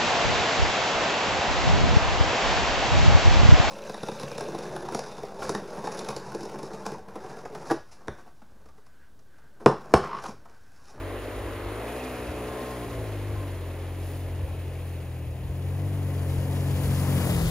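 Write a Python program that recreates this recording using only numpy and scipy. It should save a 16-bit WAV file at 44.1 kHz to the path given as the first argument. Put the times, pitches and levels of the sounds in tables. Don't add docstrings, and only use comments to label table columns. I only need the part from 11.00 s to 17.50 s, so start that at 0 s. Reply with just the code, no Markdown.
import sys
import numpy as np
from scipy import signal
from scipy.fft import rfft, irfft
from scipy.io import wavfile

SR = 44100
rng = np.random.default_rng(int(sys.argv[2]) if len(sys.argv) > 2 else 0)


def how_loud(loudness_db):
    steps = np.asarray(loudness_db, float) / 20
    return 10 ** steps


def persist_wave(psi):
    counts = np.round(np.clip(psi, -1, 1) * 32767).astype(np.int16)
    wavfile.write(sys.argv[1], SR, np.atleast_2d(counts).T)


N = 286650
TIME = np.arange(N) / SR
HZ = np.arange(N // 2 + 1) * SR / N

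# (order, level [dB], share of nearness, share of throttle, share of bay level)
CRANK_ORDERS = [(1.0, -53, -1.1, 0.59, 0.21), (2.0, -38.5, 0.38, 1, 0.17), (3.0, -37.0, 1.43, 1, -0.18),
                (4.0, -49, 1.92, -0.89, -0.25), (5.0, -50.0, 1.01, 0.054, 0.88),
                (6.0, -53.5, 0.41, 0.44, 0.76), (7.0, -52.5, -0.2, 0.65, 1.0),
                (8.0, -56.5, -0.15, -0.5, 0.42)]


def rms_one(x):
    return x / np.sqrt(np.mean(x ** 2) + 1e-20)


def in_time(rows):
    s, *columns = np.transpose(rows)
    return [np.interp(TIME, s, column) for column in columns]


def at_hz(points, hz):
    table_hz, values = np.transpose(points)
    return np.interp(np.log(hz + 1), np.log(table_hz + 1), values)


def swell(middle_s, length_s, order=2):
    return np.exp(-((TIME - middle_s) / (0.75 * length_s)) ** order)


def drift(rate):
    r = np.exp(-80 * np.pi * rate / SR)
    slow = signal.lfilter([1], [1, -2 * r, r * r], rng.standard_normal(N // 40 + 2002))
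    slow = rms_one(slow[2000:])
    return np.interp(np.arange(N) / 40, np.arange(len(slow)), slow)


def resonance(x, hz, width_hz):
    r = np.exp(-np.pi * width_hz / SR)
    zeros = np.array([1, 0, -1]) * (1 - r * r) / 2
    return signal.lfilter(zeros, [1, -2 * r * np.cos(2 * np.pi * hz / SR), r * r], x)


def at_ports(direct):
    # (frequency [Hz], level [dB])
    left_level = [(60, -0.5), (110, 2.5), (200, 0), (380, 1), (700, 2), (1290, 2), (2380, -2.5), (4400, -2),
                  (8120, 0.5), (15000, 0)]
    # (frequency [Hz], lead [rad])
    left_lead = [(500, 0), (1550, -.4), (2070, 0), (3600, 1.1), (5000, .9), (6200, .8), (7200, 1.7),
                 (7700, 2.6), (8400, 2.8), (9300, 1.25), (11300, 0), (13000, 0), (13400, -.7),
                 (15700, -2.2)]
    half = how_loud(at_hz(left_level, HZ) / 2) * np.exp(.5j * np.interp(HZ, *np.transpose(left_lead)))
    return irfft(rfft(direct) * np.array([half, 1 / half]), N)


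def noise(spectrum, shared_db, own_db, rate):
    # (frequency [Hz], share)
    direct_share = [(60, .99), (500, .93), (1500, .85), (2100, .92), (3600, .73), (5100, .62), (5700, .35),
                    (6700, .76), (7800, .84), (8700, .62), (9300, .86), (10900, .9), (11300, 1), (13000, 1),
                    (13400, .8)]
    direct = np.clip(at_hz(direct_share, HZ), 0, 1)
    alike = rfft(at_ports(rng.standard_normal(N)))
    scattered = rfft(rng.standard_normal((2, N)))
    low_hz, high_hz = spectrum[0][0], spectrum[-1][0]
    mix = np.sqrt(direct) * alike + np.sqrt(1 - direct) * scattered
    mix = mix * how_loud(at_hz(spectrum, HZ)) * ((HZ > low_hz) & (HZ < high_hz))
    octave = np.log2((HZ + 1) / low_hz)
    together = drift(rate)
    out = 0
    for k in range(int(np.log2(high_hz / low_hz)) + 2):
        band = np.cos(np.pi / 2 * np.clip(octave - k, -1, 1)) ** 2
        out = out + irfft(mix * band, N) * how_loud(shared_db * together + own_db * drift(rate))
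    return rms_one(out)


def passing(x, share, lag_share=1):
    # (time [s], extra left level [dB], extra right lag [ms])
    pan = [(0, 0, 0), (3, 0, 0), (4.5, 1.3, .035), (5.4, 2.3, .062), (5.9, 3.6, .075), (6.15, 4.4, .09),
           (6.4, 5.2, .15), (6.5, 5.3, .16)]
    pan_db, lag_ms = in_time(pan)
    late = np.interp(np.arange(N) - lag_share * lag_ms * SR / 1000, np.arange(N), x[1])
    return np.array([x[0], late]) * how_loud(share * pan_db * np.array([[.5], [-.5]]))


def drive_uphill():
    # (time [s], speed [turns/s])
    crank_speed = [(0, 46.4), (.33, 51.3), (.65, 49), (.8, 54.7), (1.03, 64.2), (1.25, 60.3), (1.7, 62.6),
                   (2.2, 49.6), (2.32, 51), (2.62, 44), (3.05, 45.2), (3.9, 44), (4.3, 40.6), (4.9, 48.8),
                   (5.3, 44.5), (5.5, 46.1), (6.13, 45.5), (6.5, 40)]
    # (time [s], level [dB])
    throttle = [(0.0, -0.5), (0.3, -6), (0.7, -1), (1.05, -6.5), (1.35, -1.5), (1.65, -3.5), (1.95, 3),
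                (2.4, 6), (2.6, 0.6), (3.15, 3.5), (3.4, 2), (4.35, -1.5), (4.85, 7), (5.35, 4), (5.6, 4.5),
                (6.15, 2.5), (6.3, -4), (6.5, -7.5)]
    # (time [s], level [dB])
    bay_level = [(0, 6), (.15, 6.5), (.6, 6.5), (.85, 8), (1.1, 6), (1.6, 7), (1.85, 4), (2.2, 2),
                 (3, -1.5), (3.9, -4), (4.3, -7), (4.9, -1.5), (5.5, 2), (5.95, 5), (6.25, 9.5), (6.5, 7.5)]
    # (time [s], level [dB])
    tyre_effort = [(0, -1.5), (.38, 1.5), (.65, 0), (1, 4.5), (1.25, 2), (1.6, 4), (2.1, 0.5), (2.9, -2.5),
                   (3.8, -3.5), (4.36, -5.5), (4.8, -1), (5.6, 5), (5.9, 10), (6.25, 13), (6.5, 15)]
    speed_m_per_s, abreast_s, miss_m, reference_m = 5, 6.7, 3, 15
    distance_m = np.hypot(speed_m_per_s * (abreast_s - TIME), miss_m)
    speed = in_time(crank_speed)[0]
    turns = np.cumsum(speed) / SR
    return {
        "near": -20 * np.log10(distance_m / reference_m),
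        "throttle": in_time(throttle)[0],
        "bay": in_time(bay_level)[0],
        "tyres": in_time(tyre_effort)[0],
        "speed": speed,
        "turns": turns,
        "throb": 1 + 0.051 * np.cos(2 * np.pi * turns),
        "slip": how_loud(0.43 * drift(25)),
        "nose_past": swell(6.42, -0.2),
    }


def level_db(drive, db, near=0, throttle=0, bay=0, tyres=0):
    return (db + near * drive["near"] + throttle * drive["throttle"]
            + bay * drive["bay"] + tyres * drive["tyres"])


def order_levels(drive, rows, path):
    return [level_db(drive, db, near, throttle, bay) + at_hz(path, order * drive["speed"])
            for order, db, near, throttle, bay in rows]


def orders(turns, levels_db, first, spread_rad, waver_db, waver_rad):
    out = 0
    for k, db in enumerate(levels_db):
        level = np.sqrt(2) * how_loud(db + waver_db * (drift(7.9) + drift(29)))
        phase = 2 * np.pi * (first + k) * turns + k * k * spread_rad + waver_rad * drift(13.0)
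        out = out + level * np.sin(phase)
    return out


def exhaust(drive):
    # (frequency [Hz], level [dB])
    pipe_path = [(85.0, 4), (105.0, 1), (125.0, -4.5), (155.0, -12.5), (180.0, -3.5), (200.0, -3),
                 (225.0, 9), (250.0, 12.5)]
    levels = order_levels(drive, CRANK_ORDERS[:4], pipe_path)
    return orders(drive["turns"], levels, first=1, spread_rad=-1.25, waver_db=.5, waver_rad=.08)


def thud(drive):
    # (frequency [Hz], level [dB per Hz])
    thud_bands = [(90, -20), (110, -1), (160, -1.5), (210, -9), (280, -20)]
    return how_loud(level_db(drive, -52, near=1.47)) * noise(thud_bands, shared_db=0.5, own_db=1.0, rate=9)


def engine_block(drive):
    # (frequency [Hz], level [dB])
    panel_path = [(215.0, -14.5), (250.0, -4.1), (290.0, 4.5), (330.0, -3.5), (370.0, -1.3), (400.0, -1.3),
                  (435.0, 4), (500.0, -2)]
    # (order, level re the mean of orders 7 and 8 [dB])
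    upper_orders = [(9, -0.5), (10, -4.5), (11, -8), (12, -3), (13, -18.5), (14, -11), (15, -42)]
    levels = order_levels(drive, CRANK_ORDERS[4:], panel_path)
    seven_eight_db = (levels[2] + levels[3]) / 2
    levels += [seven_eight_db + db for order, db in upper_orders]
    return how_loud(2.0) * orders(drive["turns"], levels, first=5, spread_rad=.28, waver_db=.7, waver_rad=.15)


def growl(drive):
    # (frequency [Hz], level [dB per Hz])
    growl_bands = [(150, -41), (200, -25), (250, -4), (330, -4), (450, -2), (600, -4.5), (800, -9.5),
                   (1100, -16.5)]
    db = level_db(drive, -40.5 - 3.0, near=0.2137, bay=0.7631, tyres=-0.0667) - 3 * drive["nose_past"]
    return how_loud(db) * drive["throb"] * noise(growl_bands, shared_db=-0.16, own_db=-0.5, rate=4.6)


def roar(drive):
    # (frequency [Hz], level [dB per Hz])
    roar_bands = [(500, -15), (800, -6.5), (1050, -1), (1300, -3.5), (1600, -7), (2000, -7.5), (3000, -30)]
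    level = how_loud(level_db(drive, -52 - 0.26, near=-0.02, bay=1.1656, tyres=-0.04)) * np.sqrt(drive["slip"])
    return level * drive["throb"] * noise(roar_bands, shared_db=-0.14, own_db=-0.5, rate=6.8)


def fan_rush(drive):
    # (frequency [Hz], level [dB per Hz])
    rush_bands = [(1100, -24), (1600, -1.5), (2000, -0.5), (2300, -1), (2600, -1), (3100, -4.5),
                  (4200, -10), (6000, -32)]
    db = level_db(drive, -54 + 0.66, near=-0.1955, bay=0.45, tyres=0.15) - 3 * drive["nose_past"]
    return how_loud(db) * drive["throb"] * noise(rush_bands, shared_db=0.2, own_db=.5, rate=9.6)


def body_rumble(drive):
    # (frequency [Hz], level [dB per Hz])
    rumble_bands = [(28, -42), (36, -18), (44, -2), (70, 2.5), (90, 2.5), (120, -9), (150, -19),
                    (200, -17.5), (300, -51)]
    # (time [s], level above the rumble [dB], length [s])
    ruts = [
        (.55, 5.5, 0.17),
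        (1.1, -1, 0.11),
        (1.66, -11, 0.11),
        (1.845, 12, 0.074),
        (2.12, -1, .12),
        (2.9, 3, 0.35),
        (3.453, 7, 0.14),
        (3.75, 5, .15),
        (4.24, 3, .2),
        (6.15, 1.5, 0.22),
    ]
    db = level_db(drive, -47 + 3.5, near=0.55, bay=0.28, tyres=0.25)
    db = db + sum(rut_db * swell(s, length_s) for s, rut_db, length_s in ruts)
    return how_loud(db) * noise(rumble_bands, shared_db=4.3, own_db=-3.0, rate=3.1)


def snow_throws():
    # (time [s], fine spray [dB], coarse crunch [dB], length [s])
    throws = [
        (.9, 1, -1, .12),
        (1.8, 1, 1, .1),
        (3.105, 5, 4, 0.15),
        (3.92, 2, 1, .1),
        (5.314, 1.5, 4, 0.038),
        (5.55, 1.5, 2.5, 0.042),
        (5.82, 1.5, 0, .1),
        (6.1, 1.5, -1, 0.21),
        (6.3, 1.5, -0.5, .1),
        (6.405, -1.5, -3, 0.056),
    ]
    return sum(np.array([[fine], [coarse]]) * swell(s, length_s) for s, fine, coarse, length_s in throws)


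def snow_spray(drive, fine_db):
    # (frequency [Hz], level [dB per Hz])
    spray_bands = [(5000, -34), (6500, -3.5), (7700, -1.5), (8500, -4.5), (9300, 1), (10300, 2),
                   (11400, -2), (12500, -4.5), (14000, -21)]
    level = how_loud(level_db(drive, -59.5 + 2.5, near=0.09, bay=0.06, tyres=0.837) + fine_db)
    return level * drive["slip"] * noise(spray_bands, shared_db=0.36, own_db=-0.2, rate=20)


def snow_mist(drive, fine_db):
    # (frequency [Hz], level [dB per Hz])
    mist_bands = [(11000, -33), (12500, -6), (13500, -1), (15000, 2), (15800, -1)]
    level = how_loud(level_db(drive, -64.5 + 3.5, near=0.3, bay=-0.02, tyres=0.75) + fine_db)
    return level * drive["slip"] * noise(mist_bands, shared_db=0.3, own_db=0.0, rate=17)


def snow_crunch(drive, coarse_db):
    # (frequency [Hz], level [dB per Hz])
    crunch_bands = [(1500, -5), (3000, 0), (4200, -2), (5100, -2), (5700, -5), (6500, -5), (8500, -8.5),
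                    (10000, -33)]
    shadow_hz = 4100
    level = how_loud(level_db(drive, -60 + 3.24, near=0.13, bay=-0.09, tyres=1.1145) + coarse_db)
    crunch = level * drive["slip"] * noise(crunch_bands, shared_db=-1.24, own_db=-1.0, rate=74)
    bright = irfft(rfft(crunch) / (1 + (shadow_hz / (HZ + 1)) ** 12), N)
    coarse_part = how_loud(0.076 * drive["near"]) * (crunch - bright)
    bright_part = how_loud(-0.15 * drive["near"]) * bright
    return passing(coarse_part, share=0.99) + passing(bright_part, share=2.05, lag_share=-.25)


def breeze():
    # (time [s], level [dB])
    breeze_level = [(0, -52), (.45, -59), (.52, -50), (.6, -63), (2, -71), (5.5, -63), (6.1, -56),
                    (6.5, -56)]
    band = signal.butter(2, [28, 110], "band", fs=SR, output="sos")
    low = signal.sosfilt(band, rng.standard_normal((2, N)))
    return how_loud(in_time(breeze_level)[0] + 2.4 * drift(12)) * rms_one(low)


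def fan_shroud():
    # (middle [s], length [s], level [dB])
    ring_ups = [
        (1.0, .28, -51.5),
        (1.3, .4, -58),
        (3.95, .9, -62),
    ]
    hz, width_hz = 2550, 360
    ring = resonance(rng.standard_normal(N), hz, width_hz)
    ring = rms_one(resonance(ring, hz, width_hz))
    return sum(how_loud(db) * swell(s, length_s) for s, length_s, db in ring_ups) * ring


def gear_whine():
    # (middle [s], length [s], frequency [Hz], level [dB])
    whines = [
        (1.59, .31, 1056, -46),
        (1.91, .13, 1062, -47),
        (2.4, .08, 1050, -50),
    ]
    unsteady = how_loud(2.4 * drift(20))
    slip_rad = .45 * drift(15)
    out = 0
    for s, length_s, hz, db in whines:
        out = out + how_loud(db) * swell(s, length_s, order=4) * np.sin(2 * np.pi * hz * TIME + slip_rad)
    return unsteady * out


def scene():
    drive = drive_uphill()
    fine_db, coarse_db = snow_throws()
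    low = at_ports(exhaust(drive)) + thud(drive) + body_rumble(drive)
    engine_bay = at_ports(engine_block(drive) + fan_shroud() + gear_whine())
    engine_bay = engine_bay + growl(drive) + roar(drive) + fan_rush(drive)
    truck = passing(low, share=0.22) + passing(engine_bay, share=1)
    snow = snow_spray(drive, fine_db) + snow_mist(drive, fine_db) + snow_crunch(drive, coarse_db)
    return truck + snow + breeze()


def low_pass(x):
    return signal.sosfilt(signal.butter(12, 16150, fs=SR, output="sos"), x)


def record(dry):
    mix = irfft(rfft(dry) * (HZ < 15750), N)
    return low_pass(mix)


dry = scene()
out = record(dry)
persist_wave(out)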